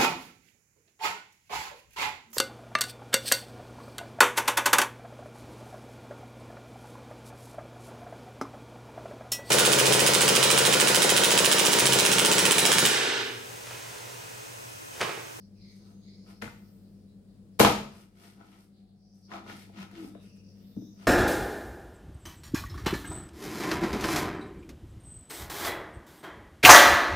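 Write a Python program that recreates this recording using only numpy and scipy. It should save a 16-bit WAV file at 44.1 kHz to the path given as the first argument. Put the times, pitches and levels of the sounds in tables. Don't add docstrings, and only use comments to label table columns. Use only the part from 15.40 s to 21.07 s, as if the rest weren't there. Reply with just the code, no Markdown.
import sys
import numpy as np
from scipy import signal
from scipy.fft import rfft, irfft, next_fast_len
from scipy.io import wavfile
from scipy.ndimage import uniform_filter1d, minimum_filter1d

SR = 44100
rng = np.random.default_rng(int(sys.argv[2]) if len(sys.argv) > 2 else 0)


def volts_from_decibels(level):
    exponent = np.asarray(level, float) / 20
    return 10 ** exponent


def to_wav(sig):
    pcm = np.clip(np.atleast_2d(sig), -1, 1) * 32767
    pcm = np.round(pcm).astype(np.int16)
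    wavfile.write(sys.argv[1], SR, pcm.T)


N = 250028
T = np.arange(N) / SR
SIZE = next_fast_len(N)
HZ = np.maximum(np.fft.rfftfreq(SIZE, 1 / SR), 1)


def rms_one(x):
    return x / np.sqrt(np.mean(x ** 2) + 1e-20)


def at_hz(points, hz):
    table = np.array(points)
    return np.interp(np.log(hz), np.log(table[:, 0]), table[:, 1])


def lowpass(x, hz):
    return signal.sosfilt(signal.butter(2, hz, fs=SR, output="sos"), x)


def bandpass(x, low_hz, high_hz):
    sos = signal.butter(2, [low_hz, high_hz], "band", fs=SR, output="sos")
    return rms_one(signal.sosfilt(sos, x))


def drift(hz):
    return rms_one(lowpass(rng.standard_normal(N + SR), hz)[SR:])


def pan(half_db):
    return volts_from_decibels([[half_db], [-half_db]])


def swell(peak_s, rise_s, fall_s):
    return np.exp(-2 * ((T - peak_s) / np.where(T < peak_s, rise_s, fall_s)) ** 2)


# f/Hz, likeness
LIKENESS = [(60, 0.91), (180, 1), (550, 0.48), (1650, 0.14), (4970, -0.72), (15000, -0.91)]
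# f/Hz, left minus right/dB
LEAN = [(60, 2), (110, 0.5), (200, 2.5), (380, -0.5), (700, 4.5), (1290, -1.5), (2380, 4), (4400, 2.5),
        (8120, 3), (15000, -6.5)]


def spread(pair, spectrum_db):
    mid, side = rfft(pair, SIZE) * volts_from_decibels(at_hz(spectrum_db, HZ))
    alike = np.clip(at_hz(LIKENESS, HZ), 0, .99)
    lean = volts_from_decibels(at_hz(LEAN, HZ) / 2)
    both = np.sqrt(1 + alike) * mid
    apart = np.sqrt(1 - alike) * side
    return irfft([(both + apart) * lean, (both - apart) / lean], SIZE)[:, :N]


# f/Hz, level/dB (relative), t60/s (at damping 1)
BOARD_MODES = [(50, -16, 0.18), (79, -23, 0.18), (117, -8, 0.56), (140, -10, 0.45), (205.3, 1.5, 0.29),
               (247.5, -3, 0.11), (305, -4.5, 0.25), (394, 0.5, 0.081), (488.3, -2, .1), (581.7, -4, .08),
               (683, -4.5, 0.14), (790, -3.5, .08), (1001, -2.5, 0.033), (1290, -1.5, 0.055),
               (1482, -8.5, 0.15), (1850, -6, 0.014), (2130, -3, .05), (2390, -9, .05), (2570, -12.5, .05)]


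def board(force, damping, lags_rad):
    t = T[:SR // 2]
    ringing = 0
    for k, ((hz, level_db, t60_s), lag) in enumerate(zip(BOARD_MODES, lags_rad)):
        decay = volts_from_decibels(level_db - 60 * damping * t / t60_s)
        ringing = ringing + (-1) ** k * decay * np.sin(2 * np.pi * hz * t + lag)
    return signal.fftconvolve(force, ringing[None], axes=1)[:, :N]


# t/s, crack level/dB (relative), crack top f/Hz, thud level/dB (relative), thud f/Hz
KNOCKS = [(.369, -63, 9000, -78, 1500), (1.016, -31, 5000, -50, 1200), (1.0204, -23.5, 9100, -33, 231),
          (1.0237, -49, 3070, -30.5, 1850), (1.030, -35.5, 3000, -37.5, 530),
          (1.043, -60, 3500, -37.5, 2220), (1.048, -60, 2000, -33, 93), (1.058, -59, 3500, -42.5, 2260),
          (1.078, -82, 2500, -38.5, 1590), (2.191, -21, 12100, -24, 511), (2.1952, -5.5, 16500, -39, 190),
          (2.200, 0.5, 9700, -6, 522), (2.207, -8, 14000, -23, 340), (2.213, -10, 9000, -11, 885),
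          (2.2285, -5.5, 5870, -14.5, 640), (2.248, 2, 5200, -7.5, 1130), (2.261, -33, 6000, -17.5, 450),
          (2.2723, -19, 5000, -15.5, 704.5), (3.012, -55, 3000, -44.5, 1312),
          (3.917, -41, 2960, -35.5, 1760), (3.939, -36, 3000, -50, 790), (4.064, -61, 3000, -44.5, 1290),
          (4.098, -45, 3070, -39, 1850), (4.295, -58, 1990, -50.5, 780), (4.513, -44, 12000, -53, 1822),
          (4.750, -38.5, 1800, -41, 577), (4.837, -55.5, 14300, -66.5, 1490), (5.365, -55, 12100, -28, 260),
          (5.382, -75, 1007, -33.5, 268), (5.417, -56, 2026, -36.5, 305)]
# f/Hz, level/dB (relative)
CRACK_COLOUR = [(150, -27.5), (400, -8.5), (1000, 5), (1500, -1), (2300, -0.5), (4000, -5), (8000, -9.5),
                (12000, -5), (15200, -10.5), (16000, -46.5)]
ROOM_SHARE_DB, SHARE_FOLLOWS = -8, 0.094


def knocks():
    cracks, push = np.zeros((3, N)), np.zeros((2, N))
    span = T[:1200]
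    rattles = rng.standard_normal((len(KNOCKS), 2, len(span))) * np.exp(-span / 0.0029)
    for (s, crack_db, top_hz, thud_db, thud_hz), rattle in zip(KNOCKS, rattles):
        at = round(s * SR)
        room_db = ROOM_SHARE_DB + SHARE_FOLLOWS * crack_db
        click = np.vstack([rattle, 18.0 * volts_from_decibels(room_db) * (span == 0)])
        cracks[:, at:at + len(span)] += volts_from_decibels(crack_db) * lowpass(click, min(top_hz, 18000))
        shape = np.sin(2 * np.pi * thud_hz * span) * np.exp(-.75 * thud_hz * span)
        push_gain = volts_from_decibels(thud_db + np.array([[0], [room_db]]))
        push[:, at:at + len(span)] += push_gain * shape / np.abs(shape).sum()

    colour = volts_from_decibels(at_hz(CRACK_COLOUR, HZ))
    centred = np.roll(irfft(colour ** 2, SIZE), 512)[:1025]
    pulse = signal.minimum_phase(centred * np.hanning(1025))
    cracks = volts_from_decibels(-4.0) * signal.fftconvolve(cracks, pulse[None], axes=1)[:, :N]

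    unlike_rad = np.array(BOARD_MODES)[:, 0] / 560.0 * rng.choice([-1, 1], len(BOARD_MODES))
    left, sent = volts_from_decibels(5.0) * board(push, damping=2.1, lags_rad=0 * unlike_rad) + 53.0 * push
    right = volts_from_decibels(4.0) * board(push[:1], damping=2.1, lags_rad=unlike_rad)[0] + 13.0 * push[0]
    return cracks[:2] + [left, right], cracks[2] + sent


def grains(per_s, uneven_db):
    uneven = np.minimum(rng.exponential(1, (2, N)), 5)
    sizes = volts_from_decibels(uneven_db * uneven) * rng.standard_normal((2, N))
    return sizes * (rng.random((2, N)) < per_s / SR)


# peak t/s, rise/s, fall/s, scrape level/dB, board ring level/dB, edge hiss level/dB (relative)
STROKES = [(0.364, 0.145, 0.052, -77, -87, -72.5), (0.504, 0.13, 0.06, -76, -70, -73.5),
           (0.902, 0.056, 0.057, -64.5, -61.5, -66.5), (1.2, 0.24, 0.38, -85, -79.5, -77.5),
           (2.602, .12, .07, -60, -59.5, -59.5), (2.849, 0.102, 0.12, -57.5, -58.5, -57.5),
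           (3.012, 0.036, .05, -67, -56, -79.5), (3.123, 0.13, 0.11, -61, -61, -66.5),
           (3.21, .04, .07, -74.5, -70.5, -65.5), (3.4, .07, 0.056, -77.5, -86, -85.5),
           (3.75, .02, 0.18, -84.5, -84, -72), (3.941, 0.047, 0.065, -49, -41.5, -62.5),
           (4.102, 0.053, 0.054, -51, -48.5, -63.5), (4.2, 0.11, .09, -59.5, -68, -61.5),
           (4.419, 0.079, 0.05, -51, -51.5, -62.5), (4.559, .05, 0.11, -58, -60, -71),
           (4.652, 0.076, 0.086, -66.5, -63, -62.5), (4.84, 0.052, .09, -71, -75.5, -69.5),
           (4.966, .02, 0.022, -76, -79.5, -72), (5.2, 0.11, 0.22, -77.5, -83, -85.5),
           (5.637, 0.072, 0.0635, -60.5, -59, -67.5)]
# f/Hz, level/dB (relative)
SCRAPE_COLOUR = [(590, -24), (1000, -8), (1300, -7.5), (2060, 4), (2340, 1.5), (3040, 0.5), (5490, -7),
                 (7500, -14.5), (9750, -53), (16500, -120)]
# f/Hz, density/dB per Hz (relative)
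EDGE_COLOUR = [(2940, -14), (5000, 3.5), (7150, -7), (8360, 1.5), (9110, 0), (13300, -5), (14700, -6.5),
               (15600, -29)]
DRONE_DB, DRONE_FOLLOWS = -60, .7


def strokes():
    rows = np.array(STROKES)
    swells = [swell(*row[:3]) for row in rows]
    scrape_gain, ring_gain, edge_gain = volts_from_decibels(rows[:, 3:]).T @ swells
    drone_gain = volts_from_decibels(DRONE_DB) * (ring_gain * volts_from_decibels(60)) ** DRONE_FOLLOWS

    in_phase = np.zeros(len(BOARD_MODES))
    slips = grains(4500., uneven_db=1.5) * volts_from_decibels(1.8 * drift(85.0))
    scrape = rms_one(spread(slips, SCRAPE_COLOUR))
    shaken = board(slips, damping=2.37, lags_rad=in_phase)
    ring = bandpass(shaken, 698.0, 1480.0) * pan(1.1)
    dull = board(slips[:1], damping=4.1, lags_rad=in_phase)[0]
    drone = bandpass(dull, 260.0, 461.0) * pan(1.1)
    edge = rms_one(spread(grains(9000., uneven_db=3.5), EDGE_COLOUR))
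    return scrape_gain * scrape + ring_gain * ring + drone_gain * drone + edge_gain * edge


# peak t/s, length/s, f/Hz, level/dB (relative)
GROANS = [(3.96, 0.049, 205, -64), (4.11, 0.11, 205.6, -50.5), (4.397, 0.037, 196, -42),
          (4.579, 0.033, 328.8, -45), (4.637, 0.044, 321.8, -42.5)]


def groans():
    out, waver = 0, np.cumsum(drift(30.0)) / SR
    for s, length_s, hz, level_db in GROANS:
        bell = np.exp(-.5 * ((T - s) / (length_s / 2)) ** 2)
        out = out + volts_from_decibels(level_db) * bell * np.sin(2 * np.pi * hz * (T + 0.0382 * waver))
    return out * volts_from_decibels(4.3 * drift(71.0)) * pan(1.2)


# f/Hz, t60/s
ROOM_T60 = [(60, 0.77), (200, .55), (500, 0.46), (2000, 0.45), (6000, 0.48), (11000, 0.42)]


def kitchen(x, build_s):
    nearly_flat = [(20, 0.0073), (20000, 0.00069)]
    noise = rfft(spread(rng.standard_normal((2, N)), nearly_flat)[:, :SR])
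    edges_hz, bins_hz = 30 * 2 ** (np.arange(29) / 3), np.arange(SR // 2 + 1)
    tail = 0
    for low, high in zip(edges_hz, edges_hz[1:]):
        band = irfft(noise * ((bins_hz >= low) & (bins_hz < high)), SR)
        tail = tail + band * volts_from_decibels(-60 * T[:SR] / at_hz(ROOM_T60, np.sqrt(low * high)))
    tail = tail * (1 - np.exp(-T[:SR] / build_s))
    tail = tail / np.sqrt(np.sum(tail ** 2) / 2)
    return signal.fftconvolve(x[None], tail, axes=1)[:, :N]


CALL_RISE = .3


def blurred(calls, width_hz):
    noise = rng.standard_normal((2, 2, N))
    blur = rms_one(lowpass(lowpass(noise, width_hz), width_hz))
    out = np.zeros((2, N))
    for peak_s, length_s, from_hz, to_hz, level_db in calls:
        near = np.abs(T - peak_s) < 1.6 * length_s
        rise_s, fall_s = CALL_RISE * length_s, (1 - CALL_RISE) * length_s
        hz = np.interp(T[near], [peak_s - rise_s, peak_s + fall_s], [from_hz, to_hz])
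        phase = 2 * np.pi * np.cumsum(hz) / SR
        shape = volts_from_decibels(level_db) * swell(peak_s, 1.65 * rise_s, 1.4 * fall_s)[near]
        out[:, near] += shape * (blur[0][:, near] * np.cos(phase) + blur[1][:, near] * np.sin(phase))
    return out * volts_from_decibels(1.5 * drift(10.2))


# peak t/s, nominal length/s, from f/Hz, to f/Hz, level/dB (relative)
BROAD_CALLS = [(.02, 0.11, 4930, 5140, -68), (.18, 0.09, 5040, 4900, -70.5), (.27, 0.23, 4620, 4230, -64),
               (.39, 0.23, 4990, 4440, -67.5), (.69, 0.18, 4280, 4550, -62.5),
               (.82, 0.36, 4810, 4970, -67.5), (1.26, 0.088, 5000, 4900, -74), (1.45, .2, 4350, 4740, -79),
               (1.58, 0.22, 5240, 4900, -79), (1.7, 0.13, 4160, 4050, -90), (1.92, 0.14, 4280, 4550, -79),
               (2.16, 0.11, 4960, 5050, -78), (3.4, 0.22, 4290, 4050, -71.5), (3.64, .16, 5000, 5400, -67),
               (3.76, 0.15, 5480, 5500, -67), (3.86, 0.13, 5180, 4980, -64), (4.9, .25, 5310, 5350, -69.5),
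               (5.06, 0.29, 5350, 5200, -68.5), (5.29, 0.12, 4800, 4600, -72),
               (5.44, .2, 5600, 5800, -66.5), (5.6, 0.18, 5400, 5200, -68.5)]
# peak t/s, nominal length/s, from f/Hz, to f/Hz, level/dB (relative)
THIN_CALLS = [(.2, 0.11, 2550, 2420, -78), (.28, 0.19, 2170, 2120, -71), (.34, 0.35, 6350, 6140, -75.5),
              (.66, 0.31, 6480, 6650, -75.5), (.71, 0.15, 2150, 2170, -72.5), (1.7, 0.094, 3950, 3980, -79),
              (4.78, .12, 3613, 3800, -69.5), (4.78, .1, 2850, 2830, -80), (4.89, 0.27, 2650, 2675, -70.5),
              (5.26, .14, 3550, 3550, -77), (5.24, 0.23, 2850, 2800, -80.5), (5.39, 0.25, 3670, 3750, -72)]


def birds():
    return blurred(BROAD_CALLS, width_hz=830.0) + blurred(THIN_CALLS, width_hz=240.0)


# peak t/s, nominal length/s, from f/Hz, to f/Hz, level/dB (relative)
THIN_HISS = [(1.15, .5, 13970, 14000, -74.5), (5.3, 0.42, 13700, 13750, -74.5)]


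def thin_hiss():
    return blurred(THIN_HISS, width_hz=1300.0)


# peak t/s, nominal length/s, from f/Hz, to f/Hz, level/dB (relative)
LOW_TONE = [(3.5, .5, 740, 730, -72)]


def low_tone():
    return blurred(LOW_TONE, width_hz=68.0)


HUM_HZ = [45.7, 97.2, 100.47, 191.82, 200.97]
# rms level/dB (relative), left minus right/dB
HUM_LEVELS = [(-69.5, 5), (-74, 2.5), (-58, 8.5), (-54.5, 4), (-51.5, 2)]
IN_STEP_S = .146


def refrigerator():
    out = 0
    for hz, (level_db, pan_db) in zip(HUM_HZ, HUM_LEVELS):
        gain = np.sqrt(2) * volts_from_decibels(level_db - 4.0 + 0.88 * drift(4.))
        line = gain * np.sin(2 * np.pi * hz * (T - IN_STEP_S))
        out = out + line * pan(pan_db / 2)
    return out


# f/Hz, density/dB per Hz (relative)
AIR_COLOUR = [(18, -54.5), (30, -17), (92, -18.5), (144, -14), (203, -8.5), (225, -17), (256, -18),
              (493, -24), (877, -41.5), (2630, -48.5), (4930, -46), (5770, -52), (9490, -48.5),
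              (14400, -59), (15600, -54.5)]
AIR_DB = -58


def kitchen_air():
    noise = rms_one(spread(rng.standard_normal((2, N)), AIR_COLOUR))
    return volts_from_decibels(AIR_DB + .8 * drift(1.6)) * noise


def scene():
    near, sent = knocks()
    rubbing = strokes() + groans()
    room = volts_from_decibels(6.0) * kitchen(sent + volts_from_decibels(-8.5) * rubbing.mean(0), build_s=0.002)
    background = birds() + thin_hiss() + low_tone() + refrigerator() + kitchen_air()
    return near * pan(1.4) + room + rubbing + background


def top_cut(x):
    return signal.sosfilt(signal.butter(12, 16390, fs=SR, output="sos"), x)


def record(dry):
    dry = signal.sosfilt(signal.butter(6, 38., "high", fs=SR, output="sos"), dry)
    power = uniform_filter1d(np.mean(dry ** 2, 0), size=441)
    level_db = 10 * np.log10(power + 1e-12)
    cut_db = -.3 * np.maximum(level_db + 27.5, 0)
    hold = round(1.55 * SR)
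    padded_db = np.r_[np.zeros(hold), cut_db]
    held_db = minimum_filter1d(padded_db, size=hold, origin=(hold - 1) // 2)[hold:]
    r = np.exp(-1 / (.08 * SR))
    ducked = dry * volts_from_decibels(signal.lfilter([1 - r], [1, -r], held_db))
    top = 1.1
    mix = top * np.tanh(ducked / top)
    return top_cut(mix)


dry = scene()
out = record(dry)
to_wav(out)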